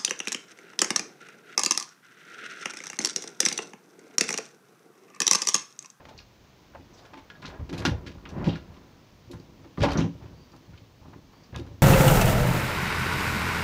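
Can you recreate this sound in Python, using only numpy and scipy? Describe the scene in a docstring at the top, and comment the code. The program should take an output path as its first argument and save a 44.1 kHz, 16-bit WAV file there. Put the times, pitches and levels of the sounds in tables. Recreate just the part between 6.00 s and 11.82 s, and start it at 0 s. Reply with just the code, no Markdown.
"""Small knocks and light brushing over a steady low background: a hand folds and shuts a light wooden door
close by, inside a small padded cabin. The panels thump and rumble as they slide: blows and slips ring their
modes. Catch, hinges and door edge click and rattle: contact noise, heard directly and through the ringing modes
of catch and door edge. Skin and cloth brush the wood as shaped slips; the hinge squeaks faintly."""
import sys
import numpy as np
from scipy import signal
from scipy.fft import rfft, irfft
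from scipy.io import wavfile
from scipy.ndimage import uniform_filter1d

SR = 44100
rng = np.random.default_rng(int(sys.argv[2]) if len(sys.argv) > 2 else 0)


def digitize_waveform(pressure):
    """Quantize a signal to 16-bit integers and store it at the path in sys.argv[1].

    Rows of a 2-D input are taken as channels; values are limited to [-1, 1].
    """
    field = np.atleast_2d(pressure).T
    bounded = np.clip(field, -1, 1)
    quanta = np.round(bounded * 32767).astype(np.int16)
    wavfile.write(sys.argv[1], SR, quanta)


N = 256662


def gain_of(db):
    """Amplitude factor for a level in dB."""
    return 10 ** (np.asarray(db) / 20)


def dying(t, t60):
    """Exponential decay that falls 60 dB in t60 seconds."""
    return gain_of(-60 * t / t60)


def evened(x):
    """Scales x to an RMS of one."""
    return x / np.sqrt(np.mean(x ** 2) + 1e-20)


def bins(length):
    """Frequencies in Hz of the spectrum of a sound this many samples long."""
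    return np.fft.rfftfreq(length, 1 / SR)


def add(mix, start_s, sound):
    """Lays a sound into the mix at its start, cut off at the end of the mix."""
    part = mix[round(start_s * SR):][:len(sound)]
    part += sound[:len(part)]


def coloured(x, points):
    """Shapes the spectrum of x by (Hz, dB) points, joined along log frequency."""
    point_hz, point_db = np.transpose(points)
    curve_db = np.interp(np.log(bins(len(x)) + 1), np.log(point_hz + 1), point_db)
    return irfft(rfft(x) * gain_of(curve_db), len(x))


def near(hz, centre_hz, octaves):
    """Gain that falls away on both sides of the centre that a blow excites."""
    return np.exp(-.5 * (np.log2((hz + 1) / centre_hz) / max(octaves, .1)) ** 2)


def ring(hz, gain, t60, t):
    """A sum of dying modes."""
    modes = dying(t, t60[:, None]) * np.sin(2 * np.pi * hz[:, None] * t)
    return gain @ modes


# tone of air and electronics: pitch_hz, relative level_db per Hz
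BACKGROUND_TONE = [(12, -61), (20, -9), (107, 0), (347, -9), (780, -15.5), (897, -16.5), (1910, -23.5),
                   (4540, -24.5), (6530, -28.5), (8400, -39.5), (13500, -41.5), (14700, -28.5),
                   (16000, -40)]
BACKGROUND_DB = -57  # RMS


def background():
    """Steady noise of air and electronics, shaped from white noise."""
    return gain_of(BACKGROUND_DB) * evened(coloured(rng.standard_normal(N), BACKGROUND_TONE))


# faint hinge squeaks: start_s, length_s, level_db (RMS before the swell)
HINGE_SQUEAKS = [(4.328, 0.18, -68), (5.282, 0.24, -72)]
SQUEAK_HZ, SQUEAK_OCTAVES = 4630, 0.049


def squeaks():
    """A narrow hiss that swells and fades."""
    out = np.zeros(N)
    for start_s, length_s, level_db in HINGE_SQUEAKS:
        t = np.arange(round(length_s * SR)) / SR
        octaves_away = np.log2((bins(len(t)) + 1) / SQUEAK_HZ)
        band = np.exp(-.5 * (octaves_away / SQUEAK_OCTAVES) ** 2)
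        hiss = irfft(rfft(rng.standard_normal(len(t))) * band, len(t))
        swell = np.sin(np.pi * t / length_s)
        add(out, start_s, gain_of(level_db) * swell * evened(hiss))
    return out


def slips(per_s, spread_db):
    """Uneven stick-slip impulses of random sign; a few are larger."""
    size_db = spread_db * np.minimum(rng.exponential(1, N), 4)
    size = gain_of(size_db) * rng.choice([-1., 1.], N)
    return size * (rng.random(N) < per_s / SR)


# the door being moved and rubbed: time_s, rumble_db in the panels, brushing_db on the surface
DOOR_MOVES = [(0, -66, -53), (.08, -53, -59), (.23, -66, -64), (.46, -73, -63), (.9, -51, -61),
              (1.04, -60, -52.5), (1.14, -78, -59), (1.44, -45.5, -58), (1.54, -46, -47), (1.61, -42, -53),
              (1.68, -43.5, -63), (1.8, -32, -39), (1.94, -47, -48.5), (2.04, -38.5, -57), (2.2, -47, -62),
              (2.32, -40, -50), (2.44, -26, -42), (2.53, -34, -44), (2.61, -43, -59), (2.74, -47, -57),
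              (3.1, -61, -65), (3.3, -54, -65), (3.6, -49, -62), (3.76, -56, -63), (3.84, -51, -48),
              (3.91, -41, -33), (3.96, -27, -36.5), (4.04, -28, -46), (4.11, -44, -63), (4.18, -52, -63),
              (4.24, -45, -61), (4.7, -57, -65), (4.97, -64, -71), (5.08, -45, -66), (5.23, -56, -70),
              (5.39, -54, -60), (5.51, -54.5, -63), (5.63, -44.5, -56.5), (5.82, -54, -69)]
# panel modes, also rung by the thumps: pitch_hz, level_db, ring time (factor on a base t60)
PANEL_MODES = [(35.7, -19, 0.28), (52, -5.5, 1.43), (77.5, -0.5, 0.67), (108, -1.5, 0.67), (164, 0, 0.54),
               (204.7, 2, 0.36), (271.9, 0.5, 0.79), (334, 3, 0.56), (439.8, -12, 1.12), (483, -6, 1.16),
               (560.5, 3.5, 0.55), (723, -5.5, 0.6), (795.4, 3, 0.86), (961, 24, 0.24)]
# tone of skin on wood: pitch_hz, relative level_db per Hz
SKIN_TONE = [(240, -31), (400, -2), (527, -7), (646, -5.5), (1870, -18.5), (2060, -21), (7000, -45),
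             (9100, -60), (15400, -120)]
# tone of cloth on wood: pitch_hz, relative level_db per Hz
CLOTH_TONE = [(590, -11), (1000, 4.5), (1430, -3), (2330, 0.5), (4690, -4), (6460, -3.5), (9000, -34),
              (11700, -55), (19800, -120)]
# light brushing leans to cloth, firm brushing is skin: cloth share at LIGHT_DB, and its change per dB
LIGHT_DB, CLOTH_SHARE, CLOTH_PER_DB = -60.5, 0.44, -0.08


def moving():
    """Slips drive the panel modes as rumble; finer slips give the brushing, dull for skin, bright for cloth."""
    now, t = np.arange(N) / SR, np.arange(6000) / SR
    time_s, *levels = np.transpose(DOOR_MOVES)
    rumble_db, brush_db = (np.interp(now, time_s, level) for level in levels)

    hz, mode_db, lasting = np.transpose(PANEL_MODES)
    body = ring(hz, gain_of(mode_db) * near(hz, 155, 0.95), 0.11 * lasting, t)
    rumble = evened(signal.oaconvolve(slips(320, .8), body)[:N])

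    fine = slips(5000, 2.5)
    cloth = np.clip(CLOTH_SHARE + CLOTH_PER_DB * (brush_db - LIGHT_DB), 0, 1)
    brush = (1 - cloth) * evened(coloured(fine, SKIN_TONE))
    brush += cloth * evened(coloured(fine, CLOTH_TONE))
    return gain_of(rumble_db) * rumble + gain_of(brush_db) * brush


# dull blows on the panels: start_s, level_db, centre pitch_hz, base t60_s (scaled for each mode)
PANEL_BLOWS = [(.111, -41.5, 465, .067), (.146, -41.5, 86, .17), (.199, -45, 62, 0.16),
               (.746, -44, 514, .25), (.766, -42.5, 93, .37), (.797, -40.5, 304, 0.1),
               (1.129, -42, 283, 0.45), (1.168, -41.5, 312, 0.27), (1.439, -36.5, 191, 0.28),
               (1.479, -32, 67, .11), (1.594, -25, 73, 0.23), (1.694, -34.5, 261, 0.2),
               (1.716, -27.5, 280, 0.29), (1.732, -23, 159, 0.15), (1.799, -29, 92, 0.89),
               (1.852, -17, 282, .2), (1.877, -16.5, 161, 0.18), (1.914, -16.5, 82, 0.25),
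               (1.945, -22, 83, 0.073), (2.068, -33, 97.5, 0.15), (2.147, -34.5, 67, 0.26),
               (2.33, -30, 130, 0.16), (2.36, -23.5, 169, 0.38), (2.401, -26, 192, 0.14),
               (2.444, -24, 131, 0.4), (2.469, -10, 152, 0.27), (2.489, -19, 180, 0.12),
               (2.529, -28, 173, 0.29), (2.7, -37.5, 77.5, 0.16), (3.276, -39.5, 108, 0.13),
               (3.299, -33.5, 334, .6), (3.338, -31.5, 122, 0.18), (3.399, -34, 197, 0.083),
               (3.649, -41, 328, .47), (3.781, -20, 185, 0.12), (3.796, -17, 131, 0.26),
               (3.817, -10, 97, 0.092), (3.833, -12.5, 570, .2), (3.848, -16.5, 237, 0.38),
               (3.86, -23, 119, 0.25), (3.891, -21.5, 67, .2), (3.954, -17, 188, .37),
               (3.981, -13, 159, 0.24), (4.009, -19.5, 209, .34), (4.036, -18, 148, 0.27),
               (4.06, -29, 320, 0.18), (4.088, -33, 160, .25), (4.147, -35.5, 89, 0.16),
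               (4.205, -35, 94, 0.34), (4.247, -39.5, 102, .27), (4.328, -37, 103, 0.18),
               (4.4, -40.5, 104, 0.11), (4.538, -42.5, 267, 0.5), (4.677, -40.5, 125, 0.52),
               (4.718, -38, 91, .27), (4.801, -42, 114, 0.34), (5.015, -40.5, 101, 0.23),
               (5.056, -41.5, 146, 0.2), (5.123, -42.5, 112, 0.54), (5.161, -34, 202, 0.071),
               (5.528, -29.5, 97, 0.15), (5.558, -25.5, 108, 0.18), (5.592, -30, 320, .2),
               (5.61, -27.5, 87.5, 0.16), (5.644, -35, 103, 0.42), (5.707, -34.5, 94, 0.44)]
THUMP_OCTAVES, THUMP_NARROWING = 0.53, .09  # spread at 100 Hz, less per octave up
FRAME_DB, FRAME_PER_DB = -10.5, -0.0538  # stiff frame's share in a -29 dB blow, change per dB of blow


def thumps():
    """A soft blow rings the panel modes near its centre and the frame's around 379 Hz, both building gently."""
    t, out = np.arange(9000) / SR, np.zeros(N)
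    hz, mode_db, lasting = np.transpose(PANEL_MODES)
    # each blow's modes are detuned a little at random
    detune = 1 + 0.02 * rng.standard_normal((len(PANEL_BLOWS), len(hz)))
    for (start_s, level_db, centre_hz, t60_s), shift in zip(PANEL_BLOWS, detune):
        octaves = THUMP_OCTAVES - THUMP_NARROWING * np.log2(centre_hz / 100)
        panel_gain = gain_of(mode_db) * near(hz, centre_hz, octaves)
        panel = ring(hz * shift, panel_gain, t60_s * lasting, t)
        panel *= (1 - np.exp(-t * centre_hz / 0.36)) ** 2  # builds over about a cycle of the centre

        frame_gain = gain_of(mode_db) * near(hz, 379, 0.61)
        frame = ring(hz / shift, frame_gain, 0.39 * t60_s * lasting, t)
        frame *= (1 - np.exp(-t / 0.0071)) ** 2
        frame_share = gain_of(FRAME_DB + FRAME_PER_DB * (level_db + 29))

        blow = panel / abs(panel).max() + frame_share * frame / abs(frame).max()
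        add(out, start_s, gain_of(level_db) * blow)
    return out


# knocks and short scrapes of catch, hinge and door edge:
# start_s, level_db, centre pitch_hz, spread_octaves, rise_ms (twice the time constant), contact noise t60_s
CATCH_KNOCKS = [(.003, -35, 900, .9, 2.4, .06), (.052, -30, 1100, 1.2, 1.6, 0.049),
                (.085, -35, 1100, 1.4, 2.4, .12), (.11, -39, 700, .77, 4.5, .17),
                (.177, -36, 4970, .3, .9, .1), (.184, -37, 4400, .3, 1.3, .15),
                (.197, -41.5, 1500, .57, 2.1, .07), (.735, -38, 1160, .74, 2.6, 0.085),
                (.748, -29, 740, .91, 1.3, 0.079), (.93, -46.5, 5900, .35, 8, 0.33),
                (.97, -45, 3960, .68, 8, 0.39), (1.05, -39.5, 2000, 1.1, 1.9, 0.1),
                (1.133, -30, 1100, 1.2, 2.2, 0.091), (1.17, -32, 1120, 1.3, 5, 0.13),
                (1.301, -32.5, 2020, .82, 0.34, 0.062), (1.42, -40, 4000, .58, 0.59, .042),
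                (1.423, -29.5, 1540, 1.1, 3.2, 0.094), (1.446, -29, 1250, .98, 2.55, 0.21),
                (1.456, -32, 3850, .52, 0.49, 0.14), (1.475, -40, 4500, .8, 6.4, .12),
                (1.499, -36.5, 1670, .9, 1.6, 0.094), (1.596, -38, 1500, .63, 1.7, .071),
                (1.692, -31.5, 1980, 1.1, 1.4, 0.082), (1.728, -29, 1470, 1.3, 0.22, 0.21),
                (1.777, -29, 3000, 1.1, 1.7, 0.26), (1.821, -27, 1730, .57, .68, .066),
                (1.851, -8, 1800, 1.06, 0.82, .11), (1.879, -31, 1500, 1.2, 1.2, .16),
                (2.062, -31, 2330, .92, 2.5, .23), (2.254, -32.5, 2400, .58, 0.39, .11),
                (2.258, -29.5, 1100, .6, 2.24, .078), (2.291, -40, 2490, 1.14, .5, .16),
                (2.36, -35, 800, 1.1, 9.2, .22), (2.4, -31, 800, 1.05, 6, 0.12),
                (2.443, -28.5, 2150, .87, .6, 0.3), (2.469, -42, 5000, .68, 2.6, 0.19),
                (2.486, -25, 3180, .45, 7.6, .14), (2.529, -32.5, 2900, .46, 2.8, 0.21),
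                (2.555, -29.5, 1800, .98, 1.6, 0.12), (2.74, -47.5, 2500, 1.05, 2.3, .09),
                (2.765, -40, 1500, 1.1, 2.5, .072), (3.313, -37.5, 4500, .98, .9, 0.14),
                (3.33, -36, 890, .9, 2.6, .16), (3.397, -45.5, 5000, .47, 1.7, .065),
                (3.643, -39.5, 890, 1.05, 2.2, 0.083), (3.775, -31, 1150, .88, .39, 0.12),
                (3.786, -40.5, 4500, .61, 2.2, 0.17), (3.801, -27, 1480, 1.1, 3.4, 0.36),
                (3.814, -20.5, 2620, .74, 5.2, 0.14), (3.827, -15.5, 3520, .74, 2.2, 0.042),
                (3.835, -13, 1790, 1.05, 0.46, 0.092), (3.841, -15, 835, .48, 2.9, 0.32),
                (3.849, -20.5, 2700, .53, 1.6, 0.12), (3.859, -21, 990, .65, 1.9, 0.065),
                (3.884, -23, 1500, 1.05, 2.77, 0.14), (3.903, -27.5, 3770, .64, 4, .053),
                (3.914, -19.5, 3000, .95, 5.5, .086), (3.953, -24, 1480, .3, .9, .23),
                (3.974, -32, 4300, .17, .84, .14), (3.978, -21.5, 1460, 1.15, 5.9, 0.23),
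                (4.006, -29, 2800, .33, 6.4, .13), (4.213, -42.5, 900, 1.1, 4.9, .22),
                (4.257, -43, 1350, 1.1, 3, 0.13), (4.516, -46, 5260, .44, 3, 0.064),
                (4.53, -39, 800, .88, 4.6, 0.18), (4.563, -46, 4000, 1.5, .43, 0.046),
                (4.73, -47, 1500, .9, 6, 0.23), (4.775, -40, 2800, .67, 1.6, 0.054),
                (5.01, -45.5, 800, .52, 5.8, .5), (5.054, -39, 890, .6, 4.5, 0.12),
                (5.131, -34, 970, .77, 3.7, .083), (5.33, -39, 800, 1.05, 4.7, 0.1),
                (5.434, -49, 5200, .31, 2.5, .16), (5.525, -41, 910, 1.1, 1.6, 0.56),
                (5.543, -33, 1900, .6, 2.1, .12), (5.551, -26.5, 1140, .65, 2.1, 0.093),
                (5.561, -25, 3500, .83, 0.17, 0.017), (5.571, -36.5, 2500, 1.1, 3, 0.16),
                (5.597, -35, 3750, .76, .25, 0.021), (5.664, -38, 1600, 1.3, 2.3, 0.06)]
# pings, where one part of the catch rings alone: start_s, level_db, centre pitch_hz, contact noise t60_s
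CATCH_PINGS = [(0.188, -38, 2550, .08), (1.301, -40, 1660, .2), (1.352, -42, 1660, .08),
               (1.356, -49, 3800, .045), (1.541, -43, 1660, .15), (2.182, -46, 1290, .07),
               (2.289, -42.5, 5900, .08), (3.775, -34, 1150, .1), (3.972, -26, 5900, .26)]
# catch and door edge modes: pitch_hz, level_db, t60_s
CATCH_MODES = [(720, 10, 0.07), (800, 13.5, 0.043), (881, 9, 0.2), (1026, 9, 0.081), (1200, 3.5, 0.079),
               (1430, 7, 0.05), (1660, -2, 0.11), (2060, -15, 0.033), (2550, -6.5, 0.037),
               (2806, -12, 0.059), (3115, -9.5, 0.053), (3790, -11, 0.088), (4300, -3, 0.035),
               (4690, -1.5, 0.042), (5770, -17, 0.046), (5900, -17, 0.086), (6230, -14, .07)]
KNOCK_RING, PING_RING = .38, .68  # share heard through the modes
PING_OCTAVES, PING_RISE_MS = .22, 1.1


def knocks():
    """Contact noise swelling around the blow's centre, with a hard tick during its rise when quick,
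    heard directly and through the modes near it."""
    t, out = np.arange(6144) / SR, np.zeros(N)
    hz, mode_db, mode_t60 = np.transpose(CATCH_MODES)
    blows = [(*row, KNOCK_RING) for row in CATCH_KNOCKS]
    for start_s, level_db, centre_hz, t60_s in CATCH_PINGS:
        blows.append((start_s, level_db, centre_hz, PING_OCTAVES, PING_RISE_MS, t60_s, PING_RING))

    for start_s, level_db, centre_hz, octaves, rise_ms, t60_s, share in blows:
        chatter, drive, bounce = rng.standard_normal((3, len(t)))
        band = near(bins(len(t)), centre_hz, octaves)
        impulse = np.zeros(len(t))
        impulse[round(rise_ms * SR / 1000) + 8] = 1
        tick = irfft(rfft(impulse) * (band + 0.045))  # the hard edge reaches the top of the band
        tick *= 1.6 * np.exp(-rise_ms / 0.95) / abs(tick).max()  # only a quick blow gives a clean tick

        rise = (1 - np.exp(-t * 2000 / rise_ms)) ** 2
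        wobble = evened(uniform_filter1d(bounce, size=160))
        rise *= gain_of(3.0 * np.minimum(t / 0.01, 1) * wobble)  # loose parts bounce

        crack_fall = dying(t, t60_s) + 0.41 * dying(t, 0.0083)
        crack = evened(irfft(rfft(chatter) * band)) * rise * crack_fall

        body = ring(hz, gain_of(mode_db) * near(hz, centre_hz, 0.42 * octaves), mode_t60, t)
        push = (drive + 9.8 * impulse) * rise * dying(t, 0.24 * t60_s)
        rung = signal.fftconvolve(push, body)[:len(t)]

        knock = tick + (1 - share) * crack / 2.72 + share * rung / abs(rung).max()
        add(out, start_s, gain_of(level_db) * knock)
    return out


CABIN_T60_S, CABIN_DB = 0.23, -11.5


def cabin(x):
    """Short tail of dense reflections from the near walls, as decaying noise."""
    t = np.arange(9000) / SR
    build = np.minimum(t / 0.013, 1)
    taps = rng.standard_normal(len(t)) * dying(t, CABIN_T60_S) * build
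    return gain_of(CABIN_DB) * signal.oaconvolve(x, taps / np.linalg.norm(taps))[:N]


def scene():
    """Knocks and thumps with the cabin's tail, the moving door and its hinge."""
    sharp, dull = knocks(), thumps()
    tail = cabin(sharp + gain_of(-7.5) * dull)
    return (sharp + dull + tail + moving() + squeaks())[None]


# microphone colour: pitch_hz, gain_db
MICROPHONE_TONE = [(20, -21.2), (70, -3.1), (5500, .4), (7000, -2.7), (8500, -8.8), (12000, -3.2),
                   (16000, -21)]
EDGE_HZ = 15800  # top of the band


def record(dry):
    """Microphone colour on the scene, the steady background, then the band limit on both."""
    heard = coloured(dry[0], MICROPHONE_TONE) + background()
    lowpass = signal.firwin(511, EDGE_HZ, window=("kaiser", 9), fs=SR)
    return signal.oaconvolve(heard, lowpass, "same")[None]


dry = scene()
out = record(dry)
digitize_waveform(out)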